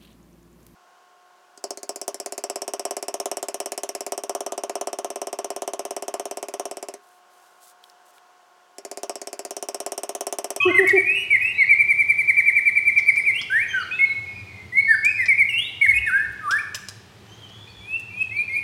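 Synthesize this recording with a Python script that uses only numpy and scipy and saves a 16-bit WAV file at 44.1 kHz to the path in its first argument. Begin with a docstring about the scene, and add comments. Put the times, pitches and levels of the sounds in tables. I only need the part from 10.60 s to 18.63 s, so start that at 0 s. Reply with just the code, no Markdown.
"""A short rising whistle and far-off birds are heard first over street rumble, then three low hoots and cage taps.
The whistle is a caged shama near the microphone on a hard-walled porch: falling notes, a fast trill, rising whistles.
Each of its notes is a slur: a near-pure tone with faint overtones that bends in pitch, swells to a crest and fades.
Far birds are thin slurs, hoots are sagging tones, taps are noise coloured by the cage bars, the street is shaped noise.
The walls add quick reflections and a tail that lasts almost a second."""
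import sys
import numpy as np
from scipy import signal
from scipy.fft import rfft, irfft
from scipy.io import wavfile
from scipy.ndimage import map_coordinates

SR = 44100
rng = np.random.default_rng(int(sys.argv[2]) if len(sys.argv) > 2 else 0)


def pcm_store(signal):
    """Save signal as 16-bit PCM."""
    levels = np.round(np.clip(np.atleast_2d(signal), -1, 1) * 32767)
    wavfile.write(sys.argv[1], SR, levels.astype(np.int16).T)


N = 354123  # length of the scene in samples

# Steady street noise. Each point: frequency in Hz, relative strength in dB per Hz.
STREET_COLOUR = [(18, -70), (30, -24.5), (102, -2.5), (225, -13.5), (410, -10), (532, -18), (787, -15),
                 (1680, -21), (1870, -16), (2130, -23.5), (2300, -20), (3400, -22), (3880, -23),
                 (4420, -25), (15500, -43.5)]
STREET_DB = -48.5
# Loudness of the low traffic drone over time. Each point: time in seconds, level in dB.
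DRONE_LEVELS = [(0, -48), (2.5, -59.5), (4.068, -45), (4.6, -50.5), (8.03, -50)]
DRONE_HZ, DRONE_OCTAVE_HZ = 102.3, 192
# Soft low thumps. Each row: start in seconds, length in seconds, pitch in Hz, level in dB.
THUMPS = [(5.257, 0.057, 89.7, -34.5), (5.279, 0.21, 65, -34.5), (5.574, 0.25, 65.6, -46),
          (7.141, 0.11, 64, -47)]

# In a slur, bend 1 is a straight slide, above 1 lingers on the first pitch, below 1 leaves it at once.
# The crest is the share of the length at which the note is loudest.
# Drawn-out rising whistles. Each row: start in seconds, length in seconds, from pitch in Hz, to pitch in Hz,
# bend, level in dB, crest from 0 to 1, overtone level in dB (before the beak and the mix colour it).
RISING_NOTES = [(0, 0.067, 2380, 2613, 0.41, -9.5, 0, -56.5),
                (0.078, 0.05, 1780.0, 2130, 0.51, -22.5, 0.71, -67),
                (0.453, 0.21, 2363, 2865, 0.72, -12.5, 0.2, -60.0),
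                (0.548, 0.098, 2873, 2923, 1.2, -24, 0.43, -56),
                (0.808, 0.12, 2466, 2837, 1.12, -14.5, 0.22, -57.5),
                (2.739, 0.075, 2674, 3465, 1.66, -22.0, 0.37, -59.0),
                (2.898, 0.098, 1490, 1942, 1.04, -11, 0.62, -58.5),
                (2.983, 0.062, 2040, 2510, 1.03, -16.5, 0.35, -60.5),
                (3.309, 0.091, 2443, 2646, 0.62, -19.5, 0.11, -72.5),
                (3.387, 0.069, 2087, 2195, 0.28, -9, 0.63, -62),
                (4.12, 0.056, 1946, 2124, 1, -22, 0.75, -68.5),
                (4.168, 0.046, 2153, 2225, 0.78, -7, 0.4, -57.5),
                (4.427, 0.092, 2097, 2568, 0.61, -11, 0.46, -74.5),
                (4.926, 0.082, 2663, 2880, 1.25, -14.0, 0.68, -58),
                (4.975, 0.13, 2850, 3916, 0.64, -21, 0.08, -56),
                (5.335, 0.059, 2488, 2960, 6, -15.5, 0.61, -53.5),
                (5.493, 0.174, 1393, 1822, 0.71, -12.5, 0.36, -64.0),
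                (5.881, 0.099, 1122, 1805, 0.58, -14.0, 0.59, -60),
                (5.981, 0.027, 2140, 2520, 0.67, -24.5, 0.4, -58.5),
                (7.203, 0.18, 2284, 2735, 0.98, -21.5, 0.8, -66.5),
                (7.493, 0.14, 2340, 2602, 1.3, -18, 0.95, -64),
                (7.707, 0.13, 2001, 2447, 0.56, -16, 0.74, -65),
                (7.89, 0.076, 2120, 2230, 1.5, -18, 0.9, -63),
                (7.957, 0.041, 2338, 2455, 0.55, -15.5, 0.3, -57.5)]
RISE_SWELL_DB_PER_S, RISE_FADE_DB_PER_S = 220, 161  # gained up to the crest, lost after it
RISE_EASE = 0.5  # how far a rise levels off at both ends, 0-1
# Clipped falling notes. Each row: start in seconds, length in seconds, from pitch in Hz, to pitch in Hz,
# bend, level in dB, crest from 0 to 1, overtone level in dB (before the beak and the mix colour it).
FALLING_NOTES = [(0.14, 0.041, 2094, 2048, 0.9, -10, 0.62, -54),
                 (0.179, 0.024, 2088, 1693, 1.4, -3, 0.49, -49.5),
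                 (0.261, 0.044, 2229, 2143, 1.5, -9, 0.6, -62.5),
                 (0.301, 0.022, 2030, 1795, 0.95, -8, 0.2, -58.5),
                 (0.359, 0.057, 2490.0, 2187, 0.55, -8.5, 0.46, -55.5),
                 (0.7, 0.074, 2340.0, 1832, 1.82, -6.5, 0.41, -59),
                 (0.977, 0.072, 2280.0, 1842, 2.08, -7.5, 0.48, -64.5),
                 (1.087, 0.06, 2360.0, 1984, 2.37, -7, 0.44, -58),
                 (2.652, 0.064, 2550.0, 1992, 0.86, -9.5, 0.47, -56.5),
                 (3.13, 0.105, 1578, 1215, 1.91, -14.5, 0.33, -67),
                 (4.274, 0.082, 1819, 1417, 3.06, -8, 0.45, -57),
                 (4.567, 0.086, 2200.0, 1735, 1.46, -13.5, 0.5, -57.5),
                 (4.679, 0.058, 2370.0, 2008, 1.2, -7.5, 0.41, -58.5),
                 (4.774, 0.06, 2450.0, 2030, 1.3, -8, 0.49, -56.5),
                 (4.887, 0.061, 3010.0, 2490, 0.68, -23, 0.12, -55),
                 (5.21, 0.064, 2230.0, 1553, 3.2, -7.5, 0.3, -51.0),
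                 (5.279, 0.048, 2200.0, 1787, 4.6, -7, 0.29, -51),
                 (5.457, 0.055, 1880.0, 1270, 1.74, -16, 0.39, -57),
                 (5.804, 0.088, 1300.0, 1141, 1.2, -19.5, 0.76, -68.0)]
FALL_SWELL_DB_PER_S, FALL_FADE_DB_PER_S = 404, 269.5
# The trill repeats one note that holds its top pitch and then drops.
# Each row: start in seconds, length in seconds, pitch it drops to in Hz, level in dB.
TRILL_NOTES = [(1.183, 0.046, 2065, -7), (1.279, 0.053, 1945, -9.5), (1.375, 0.057, 1984, -9),
               (1.476, 0.054, 1917, -10), (1.572, 0.053, 1946, -12), (1.671, 0.045, 1827, -8),
               (1.762, 0.052, 1833, -9), (1.849, 0.06, 1823, -7.5), (1.948, .051, 1817, -9),
               (2.049, 0.053, 1880, -8.5), (2.15, .047, 1940, -9), (2.249, 0.059, 1943, -8.5),
               (2.356, 0.045, 1950, -8), (2.456, 0.055, 1944, -8.5), (2.557, 0.051, 1950, -10.5)]
TRILL_TOP_HZ, TRILL_BEND, TRILL_CREST, TRILL_OVERTONE_DB = 2358, 2.88, 0.58, -54.5
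TRILL_SWELL_DB_PER_S, TRILL_FADE_DB_PER_S = 433, 387
TRILL_EASE = 0.75  # how far the drop levels off at both ends, 0-1
# Colour of the overtones as they leave the beak. Each point: frequency in Hz, gain in dB.
BEAK_COLOUR = [(2500, -3), (4000, 0.5), (4750, -5.5), (6000, -4), (7000, -11), (8000, 0), (9200, 7),
               (10500, 0), (12000, -4.5), (14000, -9.5), (16000, -10)]
FLUTTER_DB, FLUTTER_PER_S = 2, 105.8  # unsteadiness of the level within any note
NOTE_EDGE_S = 0.0072  # time the syrinx, the bird's voice organ, takes to start and stop
TOP_HZ = 15850  # highest frequency that is kept

# Calls of birds further off; the two rows near 6 kHz are octave overtones of calls near 3 kHz.
# Each row: start in seconds, length in seconds, from pitch in Hz, to pitch in Hz,
# level in dB before the mix lifts it.
FAR_CALLS = [(0, 0.073, 1191, 1069, -32.5), (0, 0.082, 3297, 2804, -34.5),
             (0.052, 0.064, 1245, 1596, -37.5), (0.932, 0.16, 3780, 4576, -50.5),
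             (2.41, 0.22, 4490, 5110, -59.5), (3.083, 0.13, 3240, 2810, -41.5),
             (3.071, 0.067, 6260, 6160, -52.5), (3.191, 0.052, 4960, 4040, -48.5),
             (3.315, 0.055, 3260, 3930, -47.5), (3.447, 0.097, 4170, 3950, -53),
             (3.654, 0.17, 2490, 2420, -46.5), (3.871, 0.13, 2208, 2073, -48.5),
             (4.165, 0.24, 4030, 4930, -52.5), (4.456, 0.19, 4960, 5170, -56.5),
             (6.669, 0.17, 3000, 3345, -57.5), (6.656, .112, 5920, 6560, -67),
             (6.815, 0.079, 3194, 2990, -51), (6.888, 0.19, 3205, 3510, -54),
             (7.066, 0.019, 2540, 2430, -40.5), (7.068, 0.063, 4480, 4330, -62),
             (7.13, 0.13, 3485, 3335, -54), (7.545, 0.13, 3290, 3160, -58),
             (7.756, 0.05, 4660, 3710, -52.5), (7.921, 0.04, 5090, 3920, -53)]
# Low hoots. Each row: start in seconds, length in seconds, starting pitch in Hz, level in dB.
HOOTS = [(.05, 0.07, 366, -11), (.183, .076, 389.7, -13), (0.326, 0.067, 391.5, -11.5)]
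HOOT_SAG, HOOT_BEND = 0.26, 4.1  # share of its pitch that a hoot loses, late in the note
# Taps of bill and claws on the cages. Each row: start in seconds, level in dB before the tap dies away,
# gain of treble over middle in dB, ring time in seconds to fall by 60 dB.
TAPS = [(0.274, -25, 19, 0.015), (0.291, -24, -19, 0.02), (2.384, -35.5, -24, 0.061),
        (2.5588, -32, -13, 0.015), (2.815, -26, -38, 0.015), (4.448, -22.5, -3, 0.014),
        (4.6574, -31.5, -26, 0.043), (5.722, -50, 29, 0.018), (5.909, -23.5, -13, 0.04),
        (6.1458, -23, -12.5, 0.034), (6.153, -32, 26, 0.016), (6.2857, -22.5, -9.5, 0.012),
        (6.891, -48, -32, 0.042), (7.0749, -55, -17, 0.025), (7.396, -41, 4, 0.017)]
# Resonances of the cage bars. Each row: frequency in Hz, width in Hz, strength in dB.
CAGE_RESONANCES = [(1475, 1400, -8), (3170, 1200, -1.5), (5260, 420, 4), (5800, 600, -2),
                   (7800, 2600, -0.5), (11800, 4400, -14.5)]
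# Reverberation of the porch. Each row: frequency in Hz, time in seconds to fall by 60 dB.
PORCH_DECAY = [(350, 0.86), (1500, 0.8), (2500, 0.87), (5000, 0.66), (9000, 0.6), (15000, 0.53)]


def undb(db):
    """Decibels to gain."""
    return 10 ** (np.asarray(db) / 20)


def unit(x):
    """Scale to an average strength (rms) of 1."""
    return x / np.sqrt(np.mean(x ** 2))


def along(points, hz):
    """Read (Hz, value) points on a log-frequency axis."""
    f, value = np.transpose(points)
    return np.interp(np.log(np.maximum(hz, 1)), np.log(f), value)


def add(out, start, x):
    """Mix x into out at a time in seconds."""
    i = max(int(start * SR), 0)
    out[i:i + len(x)] += x[:max(N - i, 0)]


def wander(n, rate):
    """Smooth chance with a spread near 1 that changes rate times a second."""
    at = np.arange(n) * rate / SR
    return map_coordinates(rng.standard_normal(512), [at], order=3, mode="wrap")


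def tinted(n, gain):
    """Noise of rms 1 whose spectrum follows the function gain(Hz)."""
    hz = np.arange(n // 2 + 1) * SR / n
    white = rfft(rng.standard_normal(n))
    return unit(irfft(white * gain(hz), n))


def glide(length, from_hz, to_hz, bend, edge, jitter, slide_jitter=0, ease=0):
    """One slur between two pitches: progress 0-1, phase, pitch in Hz and a gate with soft ends."""
    t = np.arange(int(length * SR)) / SR
    u = t / t[-1]
    way = u ** bend
    eased = np.sin(np.pi / 2 * way) ** 2
    hz = from_hz + (to_hz - from_hz) * ((1 - ease) * way + ease * eased)
    # fast slides are less steady than held pitches
    sliding = np.tanh(np.abs(np.gradient(np.log(hz), t)) / 10)
    hz = hz * (1 + jitter * wander(len(t), 300) + slide_jitter * sliding * wander(len(t), 600))
    nearest_end = np.minimum(t, t[-1] - t)
    gate = np.sin(np.pi / 2 * np.clip(nearest_end / edge, 0, 1)) ** 2
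    phase = 2 * np.pi * np.cumsum(hz) / SR
    return u, phase, hz, gate


def street():
    """Town noise, a wavering traffic drone with a second hum near its octave, and a few soft thumps."""
    noise_db = STREET_DB + wander(N, 1.93)
    out = undb(noise_db) * tinted(N, lambda hz: undb(along(STREET_COLOUR, hz)))

    def hum(hz):
        low = np.exp(-((hz - DRONE_HZ) / 18) ** 2)
        octave = np.exp(-((hz - DRONE_OCTAVE_HZ) / 16) ** 2)
        return low + undb(-8.5) * octave
    drone_db = np.interp(np.arange(N) / SR, *np.transpose(DRONE_LEVELS)) + 2 * wander(N, 3)
    out += undb(drone_db) * tinted(N, hum)
    for start, length, hz, db in THUMPS:
        n = int(length * SR)
        tone = np.sin(2 * np.pi * hz * np.arange(n) / SR)
        add(out, start, undb(db) * np.hanning(n) * tone)
    return out


def note(start, length, from_hz, to_hz, bend, db, crest, overtone_db, swell_db_per_s, fade_db_per_s, ease=0):
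    """One whistled slur that swells, fades and flutters: start, fundamental and overtones."""
    u, phase, hz, gate = glide(length, from_hz, to_hz, bend, NOTE_EDGE_S, jitter=0.002,
                               slide_jitter=0.009, ease=ease)
    past_crest = (u - crest) * length  # in seconds, negative before the crest
    effort_db = np.minimum(swell_db_per_s * past_crest, -fade_db_per_s * past_crest)
    effort_db = effort_db + FLUTTER_DB * wander(len(u), FLUTTER_PER_S)
    overtones = 0
    for k in np.arange(2, 12):
        # overtones swell with the note, and each flickers a little
        flicker_db = 3 * wander(len(u), 83)
        partial_db = overtone_db + along(BEAK_COLOUR, k * hz) + 0.68 * effort_db + flicker_db
        overtones = overtones + undb(partial_db) * (k * hz < TOP_HZ) * np.sin(k * phase)
    fundamental = gate * undb(db + effort_db) * np.sin(phase)
    return start, fundamental, gate * overtones


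def shama():
    """The syrinx whistles; the throat passes the fundamental and only a trace of the overtones."""
    song = [note(*row, RISE_SWELL_DB_PER_S, RISE_FADE_DB_PER_S, RISE_EASE) for row in RISING_NOTES]
    song += [note(*row, FALL_SWELL_DB_PER_S, FALL_FADE_DB_PER_S) for row in FALLING_NOTES]
    for start, length, to_hz, db in TRILL_NOTES:
        song.append(note(start, length, TRILL_TOP_HZ, to_hz, TRILL_BEND, db, TRILL_CREST, TRILL_OVERTONE_DB,
                         TRILL_SWELL_DB_PER_S, TRILL_FADE_DB_PER_S, TRILL_EASE))
    whistle, overtones = np.zeros((2, N))
    for start, fundamental, partials in song:
        add(whistle, start, fundamental)
        add(overtones, start, partials)
    return whistle, overtones


def far_birds():
    """Thin, hoarse slurs: straight slides with a shaky pitch and a weak octave."""
    out = np.zeros(N)
    for start, length, from_hz, to_hz, db in FAR_CALLS:
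        u, phase, _, gate = glide(length, from_hz, to_hz, bend=1, edge=0.015, jitter=0.019)
        level = undb(db + 2 * wander(len(u), 35))
        tone = np.sin(phase) + undb(-22) * np.sin(2 * phase)
        add(out, start, level * gate * tone)
    return out


def hoots():
    """Round notes; as the end sags and fades, the octave stands out."""
    out = np.zeros(N)
    for start, length, pitch_hz, db in HOOTS:
        end_hz = pitch_hz * (1 - HOOT_SAG)
        u, phase, _, gate = glide(length, pitch_hz, end_hz, HOOT_BEND, edge=0.013, jitter=0.004)
        fundamental = undb(-13 * u ** 3) * np.sin(phase)
        octave = undb(-27 + 13 * u) * np.sin(2 * phase)
        add(out, start, undb(db) * gate * (fundamental + octave))
    return out


def taps():
    """Each tap is a short rattle of noise in the resonances of the bars, with its own brightness."""
    out = np.zeros(N)
    t = np.arange(4096) / SR
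    for start, db, treble_db, t60 in TAPS:
        def bars(hz):
            power = sum(undb(2 * g) / (1 + (2 * (hz - f) / width) ** 2) for f, width, g in CAGE_RESONANCES)
            brightness = undb(along([(5500, 0.011), (10500, treble_db)], hz))
            return np.sqrt(power) * brightness
        attack = 1 - np.exp(-t / 0.00011)
        ring = undb(-60 * t / t60)
        add(out, start, undb(db) * tinted(len(t), bars) * ring * attack)
    return out


def porch(x, early_db, tail_db):
    """Reflections alone: a quick cluster from floor and near walls, then a tail that loses treble first."""
    t, hz = np.arange(SR) / SR, np.arange(SR // 2 + 1)  # one second of response
    spectrum = rfft(rng.standard_normal(SR))
    tail = 0
    for band, (_, t60) in zip(np.eye(len(PORCH_DECAY)), PORCH_DECAY):
        # each band fades into its neighbours
        share = along([(f, w) for (f, _), w in zip(PORCH_DECAY, band)], hz)
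        tail = tail + irfft(spectrum * share, SR) * undb(-60 * t / t60)
    tail = tail * (1 - np.exp(-t / 0.01))  # the tail builds up softly
    sparse = rng.standard_normal(SR) * (rng.random(SR) < 0.02)
    early = sparse * (t > 0.002) * np.exp(-t / 0.0094)
    response = (undb(tail_db) * unit(tail) + undb(early_db) * unit(early)) / np.sqrt(SR)
    return signal.fftconvolve(x, response)[:N]


def scene():
    """Near sources are mostly direct; overtones beam past the microphone; far birds are mostly reverberation."""
    out = street()
    whistle, overtones = shama()
    out += whistle + porch(whistle, early_db=-14, tail_db=-7.5)
    out += undb(4.5) * overtones + porch(overtones, early_db=3, tail_db=-1.5)
    far = far_birds()
    out += undb(3) * far + porch(far, early_db=3, tail_db=4.5)
    low = hoots()
    out += low + porch(low, early_db=-20, tail_db=-13)
    ticks = taps()
    out += ticks + porch(ticks, early_db=-1, tail_db=-7.5)
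    return out[None]


def record(dry):
    """The phone drops the deepest rumble and cuts the top."""
    low_cut = signal.butter(3, 40, "high", fs=SR, output="sos")
    top_cut = signal.ellip(10, 0.2, 80, TOP_HZ, fs=SR, output="sos")
    return signal.sosfilt(top_cut, signal.sosfilt(low_cut, dry))


dry = scene()
out = record(dry)
pcm_store(out)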